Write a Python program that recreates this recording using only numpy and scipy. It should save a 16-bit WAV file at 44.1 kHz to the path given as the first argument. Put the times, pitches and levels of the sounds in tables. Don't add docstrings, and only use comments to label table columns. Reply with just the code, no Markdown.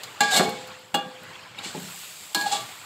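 import sys
import numpy as np
from scipy import signal
from scipy.fft import rfft, irfft, next_fast_len
from scipy.io import wavfile
from scipy.ndimage import uniform_filter1d, map_coordinates

SR = 44100
rng = np.random.default_rng(int(sys.argv[2]) if len(sys.argv) > 2 else 0)


def int16_out(signal):
    q = np.round(np.clip(np.atleast_2d(signal).T, -1, 1) * 32767)
    wavfile.write(sys.argv[1], SR, q.astype(np.int16))


def decibels_to_gain(level_db):
    exponent = np.asarray(level_db, float) / 20
    return 10 ** exponent


N = 125685

RIM, SIDE_WALL, FAR, BOTTOM, CORNER = range(5)

POT_HZ = [445, 512, 657, 698, 811, 825, 1095, 1165, 1628, 1652, 2019, 2221, 2405, 2780]
# t60/s, then level/dB when touched at rim, side, far wall, bottom, corner
POT_TONES = [(0.534, -19, -24, -28, -7.5, -19), (1.26, -27.5, -15, -44.5, -8.5, -31.5),
             (0.4, -16.5, -12.5, -14.5, -4, -16), (0.344, -16, -38, -29.5, -7.5, -14),
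             (0.212, -13, -4.5, -5.5, -5.5, -3), (0.539, -1, -11, -12.5, -5, -10),
             (0.38, -26.5, -28.5, -16.5, -14, -18), (0.269, -10.5, -13, -15.5, -6, -16),
             (0.64, -3.5, -14, -24, -18.5, -27.5), (0.745, -6.5, -25.5, -2.5, -11.5, -16),
             (0.244, -13, -42.5, -29, -10, -39), (0.397, -12.5, -39, -18.5, -10, -24),
             (0.343, -15, -12, -18.5, -26.5, -30.5), (0.088, -5.5, -10, -34.5, -30, -8.5)]
SPOON_HZ = [2837, 3340, 3430, 3505, 3900, 4140, 4235, 4298, 4370, 4800, 6640, 7270, 7500, 7750]
# t60/s, then level/dB at the same five places
SPOON_TONES = [(0.275, -20, -6, -16, -11.5, -17.5), (0.153, -24.5, -6.5, -24, -11, -7.5),
               (0.35, -19, -12.5, -31.5, -6.5, -11), (0.305, -13, -15, -17, -3, -11.5),
               (0.26, -21.5, -29.5, -11, -14, -11.5), (.14, -24, -14, -7, -21, -22),
               (0.233, -9, -18, -6.5, 1, -19.5), (0.227, -14.5, -21, 0.5, -1, -6.5),
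               (0.14, -27, -38, -17.5, -5, -15), (0.116, -42, -21, -5.5, -38, -25.5),
               (0.11, -13.5, -29.5, -24.5, -24, -26), (0.066, -7.5, -9.5, -22, -28.5, -23.5),
               (0.069, -15, -17, -17, -23.5, -31), (0.098, -24.5, -28, -20.5, -13, -32.5)]
# extra gain of the part that dies fast, its t60/s, rasp roll-off f/Hz
CONTACT = [(0.966, 0.103, 6440), (2.98, 0.0656, 7750), (0.24, 0.055, 25000), (3.6, 0.1154, 13100),
           (11.94, 0.1006, 9180)]
STILLED = {FAR: (2.45, .15), RIM: (.4, .4)}
# t/s, ring level/dB, crack level/dB, place
BLOWS = [(.033, -61, -30.5, BOTTOM), (.205, -17.5, -18, RIM), (0.491, -49, -38.5, BOTTOM),
         (.672, -68.5, -51, BOTTOM), (.942, -25, -25, SIDE_WALL), (.9455, -28, -30, SIDE_WALL),
         (1.232, -69.5, -50.5, SIDE_WALL), (1.575, -61, -54.5, CORNER), (1.586, -58, -42, BOTTOM),
         (2.346, -23.5, -17.5, FAR), (2.41, -30, -28.5, FAR)]
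# f/Hz, level/dB
CRACK_COLOUR = [(120, -51), (250, -33.5), (880, -6), (1900, -14.5), (4200, -2), (7500, -8.5),
                (15600, -18.5)]
# t/s, level/dB
KNOCKS = [
    (.397, -24),
    (.405, -28),
    (.41, -30.5),
    (.425, -38),
]
SCRAPES = {BOTTOM: [(.285, 0.0737, 0.0733, -38.5, -22.5), (.35, 0.0272, 0.0218, -37.5, -23.5),
           (.4, 0.0436, 0.0657, -50, -43)], SIDE_WALL: [(1.615, 0.0334, 0.1949, -58, -34.5)],
           RIM: [(.205, 0.028, 0.41, -61, -29.5)], FAR: [(2.35, 0.0117, 0.46, -65, -36.5)],
           CORNER: [(2.445, 0.0198, 0.1013, -50, -36.5), (2.505, 0.0245, 0.05, -44, -28),
           (2.545, 0.0051, 0.0835, -53.5, -36)]}
# f/Hz, level/dB
RASP_COLOUR = [(150, -57.5), (300, -22), (800, -11), (2000, -13.5), (4300, -4), (8000, -7.5),
               (15600, -16.5)]
# t/s, rise/s, fall by 20 dB/s, level/dB, f/Hz
CHATTER = [(2.512, 0.008, 0.0833, -29.5, 3440), (2.535, 0.0104, 0.0863, -31, 3390),
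           (2.525, 0.0081, 0.1444, -34, 1165), (2.57, 0.0166, 0.05, -36.5, 660),
           (2.348, 0.0049, 0.1054, -30.5, 985), (.3, 0.011, 0.0408, -27, 1628),
           (.335, .02, 0.0775, -24, 1640), (.31, 0.021, 0.0784, -26.5, 3800),
           (.345, 0.0263, 0.0545, -27.5, 3470), (.345, 0.0274, 0.169, -27, 2221),
           (.315, 0.0176, 0.0691, -23.5, 760), (.39, .012, 0.1079, -25.5, 720),
           (.36, 0.0119, 0.06, -22.5, 825), (.45, 0.0122, 0.1862, -30.5, 825),
           (.38, 0.022, 0.1535, -31, 1095), (.975, 0.022, 0.06, -38, 1645)]
# t/s, rise/s, fall by 20 dB/s, level/dB, f/Hz
PULSES = [
    (2.432, .012, .025, -28, 850),
    (2.453, .016, .016, -20.5, 813),
    (2.482, .01, .04, -28, 815),
    (2.51, .006, .02, -25, 800),
    (2.519, .016, .014, -17.5, 815),
    (2.547, .012, .022, -21.5, 810),
]
# t/s, level/dB
CLICKS = [
    (.397, -8),
    (.405, -12),
    (.41, -13),
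    (.947, -13),
]

# t/s, level/dB, t60/s
THUDS = [(0.206, -34, 0.265), (0.339, -32, 0.41), (.394, -30.5, 0.204), (.48, -36.5, 0.108),
         (0.943, -32, 0.244), (1.059, -45.5, 0.122), (1.2, -52.5, 0.246), (1.429, -54.5, 0.099),
         (1.587, -45.5, 0.079), (1.656, -37.5, 0.076), (1.687, -50, 0.068), (1.746, -34.5, 0.224),
         (1.808, -52, 0.079), (2.199, -54.5, 0.123), (2.349, -44, 0.72), (2.531, -37, 0.1295)]
# f/Hz, level per Hz/dB
THUD_COLOUR = [(60, -52.5), (110, -23), (175, 3), (420, -5), (800, -11), (1500, -30), (3300, -120)]
# t/s, rise/s, fall by 20 dB/s, level/dB, f/Hz
BOOMS = [
    (.392, 0.0098, 0.13, -24.5, 200),
    (.395, 0.0115, 0.1308, -25, 376),
    (.4, .02, 0.1831, -26.5, 445),
    (0.937, 0.00515, 0.05, -32, 177),
    (1.053, 0.0139, 0.01, -39, 171.4),
    (1.755, 0.0045, 0.18, -34, 173.4),
    (1.76, 0.0133, 0.08, -37, 262),
    (1.747, 0.0039, .04, -37, 423),
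    (1.744, 0.0036, 0.0748, -37, 830),
    (2.349, 0.0093, 0.1, -31.5, 306),
]

# t/s, level/dB
SIMMER = [(0, -48), (.2, -48.5), (.45, -44), (.7, -47.5), (.9, -55), (1.3, -49), (1.53, -52), (1.62, -44.5),
          (2, -54), (2.35, -54.5), (2.6, -48), (2.85, -51)]
# f/Hz, level per Hz/dB
SAUCE_COLOUR = [(30, -42), (70, -19), (110, -4), (250, -12.5), (800, -7), (3300, -9), (5500, -15),
                (15600, -38.5)]
# t/s, level/dB, f/Hz
POPS = [(1.166, -42.5, 3090), (1.29, -44, 1960), (1.33, -44, 2170), (1.356, -39, 3260),
        (1.392, -42.5, 2430), (1.434, -42.5, 3060), (1.464, -44.5, 996), (1.548, -43, 2140),
        (1.584, -35, 2650), (1.59, -27.5, 3670), (1.592, -34.5, 2900), (1.586, -38.5, 2270),
        (1.655, -36.5, 2210), (1.65, -43.5, 4170), (1.649, -33.5, 2750)]
# t/s, level/dB
SEAR = [(0, -59), (.2, -60.5), (.5, -59.5), (.78, -66), (1.2, -64), (1.55, -70), (1.64, -63), (1.8, -49.5),
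        (2, -47), (2.33, -51.5), (2.6, -51.5), (2.85, -55.5)]
# f/Hz, level/dB
HISS_COLOUR = [(700, -38), (1500, -18.5), (2300, -2), (3700, -1.5), (7500, -3), (15700, -11.5)]
# t/s, level/dB
SPITS = [
    (.491, -37),
    (.672, -46),
    (.79, -54),
    (1.232, -50),
    (.187, -54),
]
# f/Hz, level per Hz/dB
SPIT_COLOUR = [(3000, -30.5), (8000, -6.5), (12000, 2), (15600, -2)]
# f/Hz, level per Hz/dB
MURMUR_COLOUR = [(40, -39), (100, -1.5), (250, -7), (800, -2), (1400, -5), (3000, -35.5)]

# f/Hz, t60/s
KITCHEN_T60 = [(200, 0.448), (2000, 0.339), (10000, 0.141)]
# f/Hz, level/dB
MICROPHONE = [(30, -5.5), (70, 0), (4600, 0), (5900, -6.5), (7550, 5.5), (9000, -2.5), (11200, -3.5),
              (13300, 2), (15700, -3)]


def unit(x):
    return x / np.sqrt(np.mean(x ** 2) + 1e-20)


def along(points, hz):
    f, v = np.transpose(points)
    return np.interp(np.log(hz + 1), np.log(f + 1), v)


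def level(rows):
    s, db = np.transpose(rows)
    return decibels_to_gain(np.interp(np.arange(N) / SR, s, db))


def wobble(rate):
    knots = rng.standard_normal(int(N * rate / SR) + 4)
    return map_coordinates(knots, [np.arange(N) * rate / SR])


def coloured(x, spectrum):
    m = next_fast_len(N + 8192)
    gain = decibels_to_gain(along(spectrum, np.fft.rfftfreq(m, 1 / SR)))
    return unit(irfft(rfft(x, m) * gain, m)[:N])


def patchy(patchy_db):
    z = signal.stft(rng.standard_normal(N + 512), nperseg=512)[2]
    field = uniform_filter1d(rng.standard_normal(z.shape), size=6, axis=0)
    field = uniform_filter1d(field, size=8, axis=1)
    return signal.istft(z * decibels_to_gain(patchy_db * unit(field)), nperseg=512)[1][:N]


def catches():
    per_s, spread_db = 2500, 3
    hit = rng.random(N) < per_s / SR
    return unit(hit * rng.standard_normal(N) * decibels_to_gain(spread_db * rng.standard_normal(N)))


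def burst(s, rise, fall):
    t = np.arange(N) / SR - s
    swell = np.sin(np.pi / 2 * np.clip(t / rise, 0, 1)) ** 2
    return swell * decibels_to_gain(-20 * np.clip(t - rise, 0, None) / fall)


def swells(rows, rough):
    t = np.arange(N) / SR
    out = np.zeros(N)
    for s, rise, fall, db, hz in rows:
        gain = decibels_to_gain(db + rough * 3 * wobble(60))
        phase = 2 * np.pi * hz * (t - s) + rough * 0.8 * wobble(60)
        out += gain * burst(s, rise, fall) * np.sin(phase)
    return out


def blips(s, db, hz, cycles):
    t = np.arange(700)[None] / SR
    u = t * hz[:, None] / cycles
    swell = np.e * 3 * u * np.exp(-3 * u)
    wave = decibels_to_gain(db)[:, None] * swell * np.sin(2 * np.pi * hz[:, None] * t * (1 + 0.0256 * u))
    at = (s * SR).astype(int)[:, None] + np.arange(700)
    return np.bincount(at.ravel(), wave.ravel(), N + 700)[:N]


def simmer():
    per_s, middle_hz, froth_db = 350, 2023.4, -5
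    s = rng.random(1000) * 1000 / per_s
    pitch, size = rng.standard_normal(1000), rng.exponential(size=1000)
    keep = s < N / SR
    bubble_db = 2.8 * np.minimum(size[keep], 3)
    bubble_hz = middle_hz * np.exp(0.45 * pitch[keep])
    froth = unit(blips(s[keep], bubble_db, bubble_hz, cycles=10.68))
    sauce = coloured(patchy(patchy_db=2.5), SAUCE_COLOUR) + decibels_to_gain(froth_db) * froth
    at, db, hz = np.transpose(POPS)
    pops = blips(at - 0.003, db, hz, cycles=22.7)
    return decibels_to_gain(3 + 1.04 * wobble(8.386)) * level(SIMMER) * sauce + pops


def sear():
    hiss = coloured(patchy(patchy_db=2.0) + 0.44 * catches(), HISS_COLOUR)
    return decibels_to_gain(7 + 0.214 * wobble(35.11)) * level(SEAR) * hiss


def murmur():
    return decibels_to_gain(-57) * coloured(rng.standard_normal(N), MURMUR_COLOUR)


def ring(place):
    rise_s = 0.00329
    t = np.arange(SR) / SR
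    tones = np.zeros(SR)
    for hz, tone in zip(POT_HZ + SPOON_HZ, POT_TONES + SPOON_TONES):
        tones += decibels_to_gain(tone[1 + place] - 60 * t / tone[0]) * np.sin(2 * np.pi * hz * t)
    extra, t60, _ = CONTACT[place]
    return tones * (1 - np.exp(-t / rise_s)) * (1 + extra * decibels_to_gain(-60 * t / t60))


def metal():
    crack_t60, knock_s = 0.047, 0.001174
    force, crack, rasp = np.zeros((5, N)), np.zeros(N), np.zeros(N)
    t = np.arange(N) / SR
    for s, ring_db, crack_db, place in BLOWS:
        force[place, round(s * SR)] = decibels_to_gain(ring_db)
        crack += decibels_to_gain(crack_db) * burst(s, 0.00198, crack_t60 / 3)
    for s, db in KNOCKS:
        push = np.clip(1 - np.abs(t - s) / knock_s * 2, 0, 1)
        force[BOTTOM] += decibels_to_gain(db) * push / (knock_s * SR / 2)
    grit = coloured(catches() + 2 * rng.standard_normal(N), RASP_COLOUR) * decibels_to_gain(1.3 * wobble(90))
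    for place, rows in SCRAPES.items():
        dulled = signal.lfilter(*signal.butter(2, min(CONTACT[place][2], 20000), fs=SR), grit)
        for s, rise, fall, ring_db, rasp_db in rows:
            stroke = burst(s, rise, fall)
            force[place] += decibels_to_gain(ring_db - 24.0) * stroke * catches()
            rasp += decibels_to_gain(rasp_db) * stroke * dulled
    rings = np.zeros(N)
    for place in range(5):
        answer = signal.fftconvolve(force[place], ring(place))[:N]
        if place in STILLED:
            s, fall = STILLED[place]
            answer = answer * decibels_to_gain(-20 * np.clip(t - s, 0, None) / fall)
        rings += answer
    return rings + crack * coloured(rng.standard_normal(N), CRACK_COLOUR) + rasp


def spits():
    t60 = 0.04
    push = sum(decibels_to_gain(db) * burst(s, 0.0027, t60 / 3) for s, db in SPITS)
    return push * coloured(rng.standard_normal(N), SPIT_COLOUR)


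def meat():
    push = sum(decibels_to_gain(db) * burst(s, 0.00612, t60 / 3) for s, db, t60 in THUDS)
    return push * decibels_to_gain(3.05 * wobble(70)) * coloured(rng.standard_normal(N), THUD_COLOUR)


def chatter():
    return swells(CHATTER, rough=1) + swells(PULSES, rough=0)


def booms():
    return swells(BOOMS, rough=1)


def clicks():
    length_s = 0.0005
    out = np.zeros(N)
    for s, db in CLICKS:
        v = (np.arange(N) / SR - s) / length_s * 2
        out += decibels_to_gain(db) * (1 - 2 * v * v) * np.exp(-v * v)
    return out


def kitchen(x):
    hz, t, z = signal.stft(rng.standard_normal(SR // 2 + SR // 4), SR, nperseg=256)
    fade = decibels_to_gain(-60 * t / along(KITCHEN_T60, hz)[:, None])
    tail = signal.istft(z * fade, SR, nperseg=256)[1]
    late = np.pad(x, (200, 0))
    return signal.fftconvolve(late, tail / np.linalg.norm(tail))[:N]


def scene():
    near = metal() + meat() + clicks()
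    echo = decibels_to_gain(-7.5) * kitchen(near)
    frying = simmer() + sear() + spits() + murmur()
    return (near + echo + frying + chatter() + booms())[None]


def roll_off(x):
    return signal.sosfilt(signal.butter(12, 16480, fs=SR, output="sos"), x)


def record(dry):
    top_hz = 15750
    m = next_fast_len(N + 8192)
    hz = np.fft.rfftfreq(m, 1 / SR)
    gain = (hz < top_hz) * decibels_to_gain(along(MICROPHONE, hz))
    mix = irfft(rfft(dry, m) * gain, m)[:, :N]
    return roll_off(mix)


dry = scene()
out = record(dry)
int16_out(out)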